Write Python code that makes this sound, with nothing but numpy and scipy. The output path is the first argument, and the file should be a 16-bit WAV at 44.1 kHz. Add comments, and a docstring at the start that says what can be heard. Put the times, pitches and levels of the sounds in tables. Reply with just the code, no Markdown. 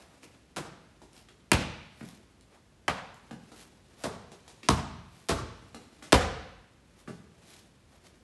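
"""A hard-walled gym: two kickboxers drill on foam mats, a few metres away.
Kicks, a knee and elbows smack into mitts and shin guards: the cover cracks, trapped air pops,
the padding thuds and the hall answers. Between blows, feet land and slide, straps tick,
a sleeve swishes and clothes rustle over a low ventilation rumble."""
import sys
import numpy as np
from scipy import signal
from scipy.fft import rfft, irfft, next_fast_len
from scipy.io import wavfile

SR = 44100
rng = np.random.default_rng(int(sys.argv[2]) if len(sys.argv) > 2 else 0)


def materialize(psi):
    """Save the field psi as 16-bit PCM at rate SR to the path in sys.argv[1].

    A 1-D psi becomes a single channel; in a 2-D psi each row is a channel.
    """
    bounded = np.clip(np.atleast_2d(psi).T, -1, 1)
    quanta = np.round(bounded * 32767).astype(np.int16)
    wavfile.write(sys.argv[1], SR, quanta)


N = 362925
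TIME_S = np.arange(N) / SR


def from_db(db):
    return 10 ** (np.asarray(db) / 20)


def unit_rms(x):
    return x / np.sqrt(np.mean(x ** 2) + 1e-20)


def unit_energy(x):
    return x / np.sqrt(np.sum(x ** 2, axis=-1, keepdims=True))


def burst(x, db=0):
    """Scale to the energy of 50 ms at rms level db."""
    return from_db(db) * x * np.sqrt(.05 * SR / (np.sum(x ** 2) + 1e-20))


def at_hz(table, hz):
    """Table columns, interpolated over log frequency."""
    freqs, *columns = np.transpose(table)
    return [np.interp(np.log(hz), np.log(freqs), column) for column in columns]


def butter(x, kind, hz, order=2):
    sos = signal.butter(order, np.clip(hz, 10, .45 * SR), kind, fs=SR, output="sos")
    return signal.sosfilt(sos, x + 1e-18)


def resonate(x, hz, q):
    return signal.lfilter(*signal.iirpeak(hz, q, fs=SR), x + 1e-18)


def delayed(x, delay_s):
    return np.pad(x, (round(delay_s * SR), 0))[:len(x)]


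def add(track, time_s, sound):
    start = round(time_s * SR)
    track[start:start + len(sound)] += sound[:N - start]


def swell(centre_s, sigma_s):
    return np.exp(-.5 * ((TIME_S - centre_s) / sigma_s) ** 2)


def flutter(rate_hz, depth_db):
    """Randomly wandering gain."""
    return from_db(depth_db * unit_rms(butter(rng.standard_normal(N), "low", rate_hz)))


def coloured_noise(spectrum):
    size = next_fast_len(N, real=True)
    gain = from_db(at_hz(spectrum, np.fft.rfftfreq(size, 1 / SR) + 1)[0])
    return unit_rms(irfft(rfft(rng.standard_normal(size)) * gain, size)[:N])


def noise_bands(count, size):
    """Half-octave noise as (centre [Hz], width [Hz], signals); adjacent bands are independent."""
    edges_hz = 35 * 2 ** (np.arange(18) / 2)
    white = rng.standard_normal((2, count, size + SR // 8))
    for k, (low, high) in enumerate(zip(edges_hz, edges_hz[1:])):
        yield np.sqrt(low * high), high - low, butter(white[k % 2], "band", [low, high])[:, -size:]


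def crackle(decay_s, grain_db):
    """Surfaces meet patch by patch: a dying burst of uneven micro-clicks."""
    t = TIME_S[:SR // 4]
    grains = rng.standard_normal(len(t))
    unevenness = from_db(grain_db * np.clip(rng.standard_normal(len(t)), -2, 2))
    return burst(grains * unevenness * np.exp(-t / decay_s))


# Ventilation spectrum: (frequency [Hz], relative density [dB])
VENTILATION_SPECTRUM = [(15, -63), (25, -22.5), (44, -5.5), (127, -10), (208, -12), (249, -12.5),
                        (291, -17), (323, -15.5), (527, -21.5), (584, -21.5), (797, -25.5), (3660, -32.5),
                        (4060, -33.5), (12000, -41), (15600, -70.5), (22000, -120)]


def ventilation(level_db=-59):
    """Moving air: a steady low rumble."""
    return from_db(level_db) * coloured_noise(VENTILATION_SPECTRUM)


# Diffuse field: (frequency [Hz], scatter [dB], tail [dB], tail T60 [s])
HALL_BANDS = [(60, -10, -8.5, 0.86), (129, 3.5, -1, 1), (253, -2.5, -2.5, .68), (490, -2, -3.5, 0.73),
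              (980, -4.5, -5.5, 0.83), (2040, -5, -7.5, 0.91), (4050, -3.5, -6.5, 0.88),
              (7700, -9, -7.5, 0.53), (12000, -5, -8, 0.27)]
# Low room modes: (frequency [Hz], relative level [dB], T60 [s])
HALL_MODES = [(53.7, -6, 0.97), (78.2, -1, 0.78), (125, -10.5, 0.48)]


def hall(spots, scatter_t60_s=.13, far_wall_s=.102, far_wall_db=2.5, modes_db=-58):
    """One response per spot: near-wall scatter, a tail that swells off the far wall, low modes."""
    t = TIME_S[:SR]

    def rise(midpoint_s):
        return 1 / (1 + (midpoint_s / (t + 1e-4)) ** 6)

    scatter = unit_energy((rise(.013) + .5 * rise(.00026)) * from_db(-60 * t / scatter_t60_s))
    far_wall = from_db(far_wall_db * np.exp(-((t - far_wall_s) / .016) ** 2))
    build_up = rise(.0079)
    responses = np.zeros((spots, len(t)))
    for hz, width_hz, band in noise_bands(spots, len(t)):
        scatter_db, tail_db, t60_s = at_hz(HALL_BANDS, hz)
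        tail = unit_energy(build_up * far_wall * from_db(-60 * t / t60_s))
        envelope = np.hypot(from_db(scatter_db) * scatter, from_db(tail_db) * tail)
        band_energy = np.sum(envelope ** 2) * 2 * width_hz / SR
        responses += unit_energy(band * envelope) * np.sqrt(band_energy)
    for hz, db, t60_s in HALL_MODES:
        responses += from_db(modes_db + db - 60 * t / t60_s) * build_up * np.sin(2 * np.pi * hz * t)
    return responses


# Early reflections: (delay [s], level [dB], low-pass [Hz])
REFLECTIONS = [(.0029, -5.5, 3800), (.0150, -13, 16000), (.0192, -17.5, 17000), (0.014, 2, 59),
               (.0335, -19.5, 4200)]


def reflections(direct):
    """Single bounces off mat, walls and ceiling."""
    return sum(from_db(db) * butter(delayed(direct, delay_s), "low", top_hz, order=1)
               for delay_s, db, top_hz in REFLECTIONS)


# Rustle spectrum: (frequency [Hz], relative density [dB])
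CLOTH_SPECTRUM = [(150, 8), (400, 4.5), (1000, -3.5), (2500, -7), (6000, -11), (12000, -15.5)]


def clothes(rest_db=-73, follow_db=-8.5, sigma_s=.16):
    """Cloth rustles faintly throughout and swells around each step, swish and slide."""
    moves = [(time_s, scuff_db) for time_s, _, _, scuff_db, _ in STEPS_AND_SLEEVE]
    moves += [(time_s, hiss_db) for time_s, _, hiss_db, _ in SOLE_SLIDES]
    stir = np.max([from_db(db + follow_db) * swell(time_s, sigma_s) for time_s, db in moves], axis=0)
    rustle = unit_rms(butter(coloured_noise(CLOTH_SPECTRUM), "high", 130))
    return np.hypot(from_db(rest_db), stir) * rustle * flutter(rate_hz=25, depth_db=2.2)


# Sole hiss spectrum: (frequency [Hz], relative density [dB])
SOLE_SPECTRUM = [(300, -11), (1200, -4), (3000, -1.5), (5500, -3), (9000, -6), (12000, -3.5)]
# Slides and pivots: (centre time [s], sigma [s], hiss [dB], rub [dB])
SOLE_SLIDES = [ (0.0, 0.047, -58.5, -54.5), (0.133, 0.033, -72, -60.5), (0.246, 0.011, -51.5, -73),
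               (1.181, .034, -57.5, -59), (2.075, 0.068, -54, -58.5), (2.549, 0.027, -68, -57),
               (3.601, 0.037, -49.5, -59.5), (4.034, 0.037, -51, -54), (5.192, 0.064, -58, -65),
               (5.827, .02, -63.5, -61), (7.004, 0.022, -58, -64.5), (7.533, 0.056, -51, -64),
               (7.948, 0.031, -65.5, -62), (8.061, 0.016, -54.5, -58.5)]


def slides():
    """Soles drag on the mat: grainy hiss over a duller rub."""
    hiss = coloured_noise(SOLE_SPECTRUM) * flutter(rate_hz=150, depth_db=2.9)
    rub = unit_rms(resonate(rng.standard_normal(N), hz=560, q=1))
    return sum(swell(time_s, sigma_s) * (from_db(hiss_db) * hiss + from_db(rub_db) * rub)
               for time_s, sigma_s, hiss_db, rub_db in SOLE_SLIDES)


# Strap and glove ticks: (time [s], level [dB])
STRAP_TICKS = [(1.131, -62.5), (1.1653, -60.5), (1.179, -64), (2.41, -64.5), (3.1433, -62)]


def straps():
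    """Straps and glove leather tick in short, bright crackles."""
    track = np.zeros(N)
    for time_s, db in STRAP_TICKS:
        tick = butter(crackle(decay_s=.0015, grain_db=4), "band", [2200, 10000], order=1)
        add(track, time_s, burst(tick, db))
    return track


# Landings on the mat, plus one bright sleeve swish just before the elbow strike (4.63 s):
# (time [s], weight [dB], slap [Hz], scuff [dB], scuff decay [s])
STEPS_AND_SLEEVE = [ (0.232, -58, 895, -59.5, .005), (1.017, -56, 393, -60, 0.027),
                    (1.2863, -61, 1600, -62, 0.015), (2.0086, -42, 800, -65.5, 0.022),
                    (3.3098, -43, 840, -56, 0.018), (3.518, -57, 468, -58.5, 0.011),
                    (4.318, -58.5, 400, -54.5, 0.018), (4.4783, -67, 555, -52, .022),
                    (4.631, -51.5, 1970, -52.5, 0.039), (5.7455, -50.5, 460, -50, 0.0062),
                    (6.024, -55.5, 700, -48.5, .035), (7.0756, -40, 572, -54.5, 0.055)]


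def steps_and_sleeve(heavy_hz=198, heavy_db=-42, rise_oct_per_db=.05):
    """Slap, scuff, then thump: a foot landing on foam or, with a bright slap, the sleeve swish."""
    track, click = np.zeros(N), signal.unit_impulse(SR // 4)
    for time_s, weight_db, slap_hz, scuff_db, decay_s in STEPS_AND_SLEEVE:
        slap_db = (weight_db + scuff_db) / 2 + 3
        slap = resonate(crackle(.19 * decay_s, grain_db=.99), slap_hz, q=.49)
        slap = butter(slap, "low", 3 * slap_hz)
        scuff = butter(crackle(decay_s, grain_db=12), "high", 780, order=1)
        scuff = butter(scuff, "low", 8500)
        add(track, time_s, burst(slap, slap_db) + burst(scuff, scuff_db))
        # A light step sinks less into the foam, so it thumps higher.
        thump_hz = heavy_hz * 2 ** (rise_oct_per_db * (heavy_db - weight_db))
        thump = butter(resonate(click, thump_hz, q=2), "low", 2.1 * thump_hz)
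        thump = butter(thump, "high", .5 * thump_hz)
        add(track, time_s + .004, burst(thump, weight_db))
    return track


def body_thud(impact, depth_db, base_db=-23.5, db_per_depth_db=1.29):
    """The blow shoves limb and body, harder the deeper it sinks: a slow pulse of air."""
    shove = butter(resonate(impact, hz=70, q=.48), "low", 100, order=3)
    return burst(shove, base_db + db_per_depth_db * depth_db)


def padding_thump(impact, hz, depth_db, base_db=-20.5):
    """The padding gives way: one low, damped resonance."""
    return burst(butter(resonate(impact, hz, q=1), "low", 2.7 * hz), base_db + depth_db)


def air_pop(contact, hz, air_db, base_db=-20.5):
    """Air trapped at the contact pops in a broad resonance."""
    pop = butter(resonate(contact, hz, q=.92), "high", .44 * hz)
    return burst(butter(pop, "low", 3.7 * hz), base_db + air_db)


def cover_crack(contact, bottom_hz, decay_s, snap_db, base_db=-24, scrape_oct_per_s=42):
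    """The cover cracks; a glancing blow scrapes longer and opens the treble."""
    top_hz = 3880 * 2 ** (scrape_oct_per_s * decay_s)
    crack = butter(butter(contact, "high", bottom_hz), "low", top_hz, order=1)
    return burst(crack, base_db + snap_db)


def cover_ring(x, hz, boost_db):
    """The taut cover rings for a few cycles."""
    return x + (from_db(boost_db) - 1) * resonate(x, hz, q=3.4)


def strike(landing_s, touch_db, decay_s, snap_db, bottom_hz, air_db, pop_hz,
           depth_db, padding_hz, ring_hz, ring_db, glancing_loss_db_per_s=340.5):
    """One blow touches, then lands in full. Returns (direct sound, feed to the hall)."""
    click = burst(signal.unit_impulse(SR // 4))
    touch_gain = from_db(touch_db)

    def contact(grit):
        touch = click + grit * crackle(decay_s, grain_db=1)
        landing = click + grit * crackle(decay_s, grain_db=1)
        return touch_gain * touch + delayed(landing, landing_s)

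    lows = padding_thump(delayed(click, 1.616 * landing_s), padding_hz, depth_db)
    lows += body_thud(delayed(click, landing_s + .0054), depth_db)
    # The crack beams forward; glancing blows lose level on the direct path.
    crack = from_db(1.5) * cover_crack(contact(grit=1.1), bottom_hz, decay_s, snap_db)
    pop = air_pop(contact(grit=3.9), pop_hz, air_db)
    direct_gain = from_db(3 - glancing_loss_db_per_s * decay_s)
    direct = direct_gain * (cover_ring(crack + pop, ring_hz, ring_db) + lows)
    # Summed over all directions, the micro-clicks blend into one pulse.
    pulse = delayed(click, landing_s / (1 + touch_gain ** 2))
    smack = cover_crack(pulse, bottom_hz, decay_s, snap_db) - air_pop(pulse, pop_hz, air_db)
    return direct, cover_ring(smack, ring_hz, ring_db) + lows


# Blows on the pads: (time [s], landing delay [s], touch re landing [dB], crackle decay [s], snap [dB],
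# crack high-pass [Hz], trapped air [dB], pop [Hz], depth [dB], padding [Hz], ring [Hz], ring boost [dB])
BLOWS = [ (0.5628, 0.0058, -1, 0.019, -14.5, 1250, -17, 446, -19, 165, 1360, 5.5),
         (1.5169, .0027, 2.5, 0.00026, -3.5, 1750, -6.5, 720, -6, 199, 2500, 5),
         (2.8805, 0.0028, 3, 0.0026, -16.5, 1800, -7, 826, -18.5, 187, 777, 0),
         (4.0379, 0.0038, 1.5, 0.015, -15, 2300, -11.5, 477, -17.5, 186, 1210, 2.5),
         (4.6875, 0.00313, 4, 0.00036, -6, 3200, -10, 736, -5, 178, 1094, 10.5),
         (5.2871, 0.0051, -4, 0.016, -7.5, 2200, -15, 734, -7, 350, 1190, 10),
         (6.1224, 0.0053, -7, 0.0025, -0.5, 1650, 0, 710, -1, 348, 1330, 1.5)]


def blows(responses):
    """Each blow arrives direct, off single surfaces and through the hall from its own spot."""
    direct, diffuse = np.zeros((2, N))
    for (time_s, *blow), response in zip(BLOWS, responses):
        forward, hall_feed = strike(*blow)
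        add(direct, time_s, forward)
        add(diffuse, time_s, signal.fftconvolve(hall_feed, response))
    return from_db(-3) * (direct + reflections(direct)) + diffuse


def scene():
    """Ventilation, the fighters' movements and their blows in the hall, mono."""
    mat_response, *pad_responses = hall(spots=len(BLOWS) + 1)
    taps = steps_and_sleeve() + straps()
    friction = slides() + clothes()
    direct = from_db(-4.5) * taps + from_db(-1) * friction
    diffuse = signal.fftconvolve(taps + from_db(-7.5) * friction, mat_response)[:N]
    return (ventilation() + direct + diffuse + blows(pad_responses))[None]


def record(dry, cutoff_hz=11800):
    """Microphone: bass cut, soft-clipped peaks, steep treble cut."""
    band_limited = butter(butter(dry, "high", 48, order=8), "low", 11500, order=4)
    rounded = 1.181 * np.tanh(band_limited / 1.44)
    return signal.sosfilt(signal.ellip(10, .3, 70, cutoff_hz, fs=SR, output="sos"), rounded)


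dry = scene()
out = record(dry)
materialize(out)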